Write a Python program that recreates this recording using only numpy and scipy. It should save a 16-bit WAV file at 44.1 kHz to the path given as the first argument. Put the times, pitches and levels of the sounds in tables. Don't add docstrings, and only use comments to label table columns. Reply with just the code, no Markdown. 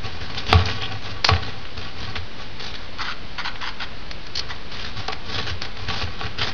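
import sys
import numpy as np
from scipy import signal
from scipy.fft import rfft, irfft, next_fast_len
from scipy.io import wavfile
from scipy.ndimage import uniform_filter1d, map_coordinates

SR = 44100
rng = np.random.default_rng(int(sys.argv[2]) if len(sys.argv) > 2 else 0)


def persist_wave(psi):
    counts = np.round(np.clip(psi, -1, 1) * 32767).astype(np.int16)
    wavfile.write(sys.argv[1], SR, np.atleast_2d(counts).T)


N = 288193


def amp(db):
    return 10 ** (np.asarray(db) / 20)


def unit(x):
    return x / np.sqrt(np.mean(x ** 2) + 1e-20)


def along(points, hz):
    freqs, values = np.transpose(points)
    return np.interp(np.log(hz + 1), np.log(freqs + 1), values)


def add(track, start, sound):
    part = track[round(start * SR):][:len(sound)]
    part += sound[:len(part)]


def wobble(rate):
    return map_coordinates(rng.standard_normal(int(N * rate / SR) + 4), [np.arange(N) * rate / SR])


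def filtered(x, response):
    size = next_fast_len(len(x) + SR // 8)
    return irfft(rfft(x, size) * response(np.fft.rfftfreq(size, 1 / SR)), size)[:len(x)]


def coloured(x, spectrum):
    return unit(filtered(x, lambda hz: amp(along(spectrum, hz))))


def resonate(x, peaks):
    def response(hz):
        return sum((-1) ** k * amp(db) * 1j * hz * width / (centre ** 2 - hz ** 2 + 1j * hz * width)
                   for k, (centre, width, db) in enumerate(peaks))
    return unit(filtered(x, response))


def low_pass(x, edge_hz):
    return filtered(x, lambda hz: 1 / np.sqrt(1 + (hz / edge_hz) ** 80))


def grains(rate, spread_db, clump_db):
    sizes = rng.standard_normal(N) * amp(spread_db * rng.standard_normal(N))
    slips = rng.random(N) < rate / SR
    return unit(slips * sizes * amp(clump_db * wobble(170)))


def patchy(x, depth_db):
    spectra = signal.stft(x, nperseg=512)[2]
    patches = uniform_filter1d(rng.standard_normal(spectra.shape), size=3, axis=0)
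    patches = uniform_filter1d(patches, size=9, axis=1)
    return unit(signal.istft(spectra * amp(depth_db * unit(patches)), nperseg=512)[1][:N])


def strokes(rows, column, rise_s, fade_s):
    t, power = np.arange(N) / SR, np.zeros(N)
    for row in rows:
        start, length = row[:2]
        age = t[:round((length + fade_s) * SR)]
        swell = np.sin(np.pi / 2 * np.clip(age / rise_s, 0, 1))
        level = amp(row[column] - 60 * np.maximum(age - length, 0) / fade_s)
        add(power, start, (swell * level) ** 2)
    return np.sqrt(power)


def chatter(t, length):
    grip = (1 - np.exp(-t / .0002)) / (1 + (t / max(length, .001)) ** 4)
    rattle = rfft(rng.standard_normal(len(t)) * grip)
    return irfft(rattle / (abs(rattle) + 1e-12), len(t)) * np.sqrt(grip)


# (frequency [Hz], relative level [dB])
HUM_COLOUR = [(15, 1), (30, 1.5), (65, -1), (90, -3.5), (120, -6.5), (240, -10), (350, -13), (490, -12.5),
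              (620, -16), (1300, -16.5), (3000, -18), (4500, -23.5), (6000, -55), (7000, -77)]
HISS_COLOUR = [(1500, -40.5), (3500, -4), (4600, -2), (5400, -8.5), (6200, -18.5), (6800, -28.5),
               (7300, -57.5)]


def background():
    hum = coloured(rng.standard_normal(N), HUM_COLOUR)
    hiss = coloured(rng.standard_normal(N), HISS_COLOUR)
    return amp(-36.5) * hum + amp(-48) * hiss


# (frequency [Hz], relative level [dB])
RUSTLE_COLOUR = [(100, -2.5), (400, -8.5), (900, -7.5), (1600, -3.5), (2400, -7), (3300, -2), (4700, -4.5),
                 (5500, -12), (6300, -21.5), (6900, -37.5), (7400, -72.5)]
# (frequency [Hz], level [dB], time to fade 60 dB [s])
TABLE_TONES = [(441, -2, .24), (772, 0, .19), (1126, -1, .17), (1493, -7, .06), (1926, -10, .05),
               (2460, -9, .05), (2849, -12, .05)]
# (frequency [Hz], width [Hz], relative level [dB])
TABLE_SWAY = [(94.6, 22, 2.5), (122.4, 47, -6.5), (159, 33, -12), (275, 65, -21.5)]
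# (time [s], length [s], rustle level [dB], relative drag level [dB])
SHEET_MOVES = [(0.025, 0.053, -35, -37.5), (0.115, 0.11, -45.5, -48), (0.205, 0.033, -32.5, -38.5),
               (0.27, 0.088, -41, -39.5), (0.35, 0.058, -32, -34.5), (0.455, 0.033, -31, -42),
               (0.483, 0.031, -27.5, -28.5), (0.53, 0.098, -32, -31.5), (0.65, 0.066, -28, -32),
               (0.73, .15, -38, -36.5), (0.905, 0.025, -35, -35.5), (1.015, 0.093, -36.5, -38),
               (1.125, 0.048, -52, -41), (1.28, 0.036, -33, -28.5), (1.325, 0.034, -35.5, -40),
               (1.415, 0.067, -36, -34.5), (1.52, 0.14, -48.5, -48.5), (1.765, 0.088, -38, -40),
               (1.955, 0.094, -36.5, -42), (2.07, .045, -43, -38.5), (2.155, 0.022, -42.5, -49),
               (2.375, 0.035, -37.5, -44.5), (4.955, 0.059, -34.5, -38.5), (5.76, 0.13, -40.5, -40),
               (6.04, 0.12, -44.5, -45.5), (6.18, 0.082, -36.5, -38)]
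SHEET_CUTS = [(2.594, .091, -36.5, -47.5), (2.62, 0.021, -29.5, -50), (2.735, 0.016, -34.5, -55),
              (2.785, 0.047, -43, -47.5), (4.37, .055, -40, -40), (4.485, 0.04, -34, -42),
              (4.71, .055, -32, -48.5), (4.78, 0.11, -36.5, -48), (5.24, 0.083, -39, -44.5),
              (5.285, 0.15, -32, -40.5), (5.37, 0.029, -28, -36.5), (5.46, .045, -30, -40.5),
              (5.61, 0.034, -35, -37.5), (5.88, 0.055, -26.5, -32.5), (5.955, 0.066, -29.5, -39),
              (6.375, 0.066, -29, -39.5), (6.46, 0.031, -25.5, -39)]


def sheet():
    grip = amp(1.7 * wobble(rate=35))

    def loudness(column):
        moves = strokes(SHEET_MOVES, column, rise_s=0.019, fade_s=0.27)
        cuts = strokes(SHEET_CUTS, column, rise_s=0.012, fade_s=0.18)
        return grip * np.hypot(moves, cuts)

    crinkle = coloured(grains(rate=7000, spread_db=2.0, clump_db=2.5), RUSTLE_COLOUR)
    rustle = loudness(column=2) * patchy(crinkle, depth_db=2)
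    damped = [(hz, 2 * np.log(1000) / np.pi / fade_s, db) for hz, db, fade_s in TABLE_TONES]
    top = resonate(grains(rate=2000, spread_db=0.5, clump_db=5.5), damped)
    sway = resonate(rng.standard_normal(N), TABLE_SWAY)
    drag = loudness(column=3) * (amp(-0.5) * top + amp(2.5) * sway)
    return rustle + drag


# (frequency [Hz], width [Hz], relative level [dB])
BLADE_PEAKS = [(2320, 830, -20.5), (3050, 230, 2.5), (4320, 246, 6.5), (4750, 200, 5.5), (5180, 360, 1),
               (5995, 140, -7), (5800, 85, -18.5)]
# (frequency [Hz], relative level [dB])
HANDLE_COLOUR = [(100, -14.5), (500, -0.5), (1000, 2.5), (2000, 6), (3500, 5), (4800, -14), (5800, -27.5),
                 (6600, -23.5), (7300, -67.5)]
# (time [s], level [dB], length [s], share of dull handle sound [0-1])
SHEAR_CLICKS = [(0.347, -29, 0.0038, 0.87), (0.38, -30, 0.011, 0.1), (0.656, -22.5, 0.0039, 0),
                (0.82, -27.5, 0.006, 0.6), (1.2438, -12.5, 0.0041, 0.33), (1.2462, -9.5, 0.0049, 0.36),
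                (1.256, -25.5, 0.023, 0.22), (1.28, -22.5, 0.02, 0.3), (1.3363, -19, 0.003, 1),
                (1.366, -27, 0.0039, 1), (1.652, -32, 0.0038, 1), (2.155, -26.5, 0.018, 0.91),
                (2.596, -33, 0.0044, 0.5), (2.741, -29, 0.0025, 0.9), (2.985, -31, 0.002, 0.5),
                (3.009, -29.5, 0.017, 0.5), (3.382, -31, 0.0073, 1), (3.556, -32.5, 0.0067, 0.99),
                (3.613, -31, 0.0036, 0.77), (4.111, -27.5, 0.0062, 0.52), (4.266, -33.5, 0.0064, 0.36),
                (4.353, -23.5, 0.0091, 0.04), (4.37, -25.5, 0.019, 0.07), (4.392, -20.5, 0.0063, 0.08),
                (5.08, -23.5, 0.0046, 0.3), (5.12, -30, 0.012, 0.46), (5.129, -25.5, 0.0063, 0.93),
                (5.618, -22, 0.0042, 0.37), (5.649, -31, 0.012, 0.76), (5.77, -30.5, 0.0024, 0.8),
                (6.414, -23, 0.01, 1)]


def clicks():
    out, t = np.zeros(N), np.arange(SR // 10) / SR
    for start, db, length, dull in SHEAR_CLICKS:
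        contact = chatter(t, length)
        ring = np.sqrt(1 - dull) * resonate(contact, BLADE_PEAKS)
        clack = np.sqrt(dull) * coloured(contact, HANDLE_COLOUR)
        add(out, start, amp(db) * np.sqrt(length / t[-1]) * (ring + clack))
    return out


# (time [s], length [s], level [dB], pitch [Hz])
BLADE_SQUEAKS = [(0.369, 0.032, -31.5, 3600), (0.484, 0.038, -32, 2930), (0.808, 0.062, -30, 3150)]


def squeaks():
    out = np.zeros(N)
    for start, length, db, hz in BLADE_SQUEAKS:
        n = round(length * SR)
        peaks = [(hz * 0.884, hz * 0.09, 0), (hz * 1.07, hz * 0.078, 0)]
        scrape = resonate(rng.standard_normal(n), peaks)
        add(out, start, amp(db) * signal.windows.tukey(n, .3) * scrape)
    return out


# (frequency [Hz], relative level [dB])
CRACK_COLOUR = [(60, -25), (200, 5), (380, -3.5), (600, 1), (780, 12.5), (960, -1), (1150, 8.5),
                (1700, -1.5), (2500, 0.5), (4000, -4), (4900, -8), (5800, -32.5), (6600, -28.5),
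                (7300, -52.5)]
# (time [s], crack [dB], contact length [s], ring [dB], boom [dB])
TABLE_BLOWS = [(0.528, -4, 0.0041, -16, -6), (1.288, -11, 0.0076, -17.5, -12),
               (1.297, -32.5, 0.02, -31, -18), (2.159, -37, 0.014, -34, -25),
               (5.083, -23, 0.0069, -25.5, -52), (5.099, -30, 0.011, -43, -35),
               (5.492, -46, 0.0081, -44, -22.5), (6.014, -29, 0.0073, -44, -22.5),
               (6.212, -23, 0.0022, -30.5, -42)]


def knocks():
    out, t = np.zeros(N), np.arange(SR // 2) / SR
    rise = 1 - np.exp(-t / 0.00035)
    drop = .5 + 0.41 * np.exp(-t / 0.021)
    for start, crack_db, length, ring_db, _ in TABLE_BLOWS:
        crack = coloured(chatter(t, length), CRACK_COLOUR) * np.sqrt(length / t[-1])
        ring = np.zeros(len(t))
        for hz, db, fade_s in TABLE_TONES:
            level = amp(db + rng.normal(0, 0.39) - 60 * t / fade_s)
            ring += level * np.sin(2 * np.pi * (hz * t + rng.random()))
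        add(out, start, amp(crack_db) * crack + amp(ring_db) * rise * drop * ring)
    return out


# (frequency [Hz], relative level [dB])
BOOM_TONES = [(86, -2.5), (116, -18.5), (154, -22), (180, -20.5)]


def booms(swell_s=0.031):
    out, t = np.zeros(N), np.arange(SR // 2) / SR
    tones = sum(amp(db) * np.cos(2 * np.pi * hz * t) for hz, db in BOOM_TONES)
    heave = (t / swell_s * np.exp(1 - t / swell_s)) ** 2
    for start, *_, boom_db in TABLE_BLOWS:
        add(out, start, amp(boom_db) * heave * tones)
    return out


# (frequency [Hz], width [Hz], relative level [dB])
CRUNCH_PEAKS = [(1005, 380, -3), (1500, 170, 2), (1960, 240, -1), (3190, 450, -2.5), (4550, 780, -4)]
# (time [s], length [s], relative level [dB])
TOUGH_BITES = [(2.985, 0.044, -29), (3.035, 0.086, -28.5), (3.379, .03, -27), (3.44, 0.044, -24.5),
               (3.608, 0.083, -28.5), (3.797, 0.041, -27), (4.495, 0.021, -30), (6.402, 0.03, -26)]


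def bites():
    fibres = resonate(grains(rate=4500, spread_db=2.0, clump_db=1.0), CRUNCH_PEAKS)
    rasp_colour = [(300, -18), (800, 1.5), (3000, 0), (4900, -3), (5600, -9), (6400, -5.5), (7200, -45)]
    rasp = patchy(coloured(fibres, rasp_colour), depth_db=2.5)
    return amp(-1) * strokes(TOUGH_BITES, column=2, rise_s=0.013, fade_s=0.068) * rasp


# (frequency [Hz], time to fade 60 dB [s])
ECHO_TIMES = [(100, 0.4), (1000, 0.41), (6000, 0.057)]


def room_echo(x):
    hz, t, spectra = signal.stft(rng.standard_normal(SR // 2), SR, nperseg=256)
    fade = amp(-60 * t / along(ECHO_TIMES, hz)[:, None])
    tail = signal.istft(spectra * fade, SR, nperseg=256)[1]
    delayed = np.pad(tail, (SR // 200, 0)) / np.linalg.norm(tail)
    return signal.fftconvolve(x, delayed)[:N]


def scene():
    work = sheet() + clicks() + squeaks() + knocks() + bites()
    return (background() + work + booms() + amp(-13.5) * room_echo(work))[None]


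def record(dry):
    offset, abruptness = -.0617, 22
    high_tone = amp(-88) * np.sin(2 * np.pi * 11025 * np.arange(N) / SR)
    x = low_pass(dry[0], edge_hz=6800) + offset + high_tone
    clipped = x / (1 + abs(x) ** abruptness) ** (1 / abruptness)
    return low_pass(clipped - offset, edge_hz=12425)[None] + offset


dry = scene()
out = record(dry)
persist_wave(out)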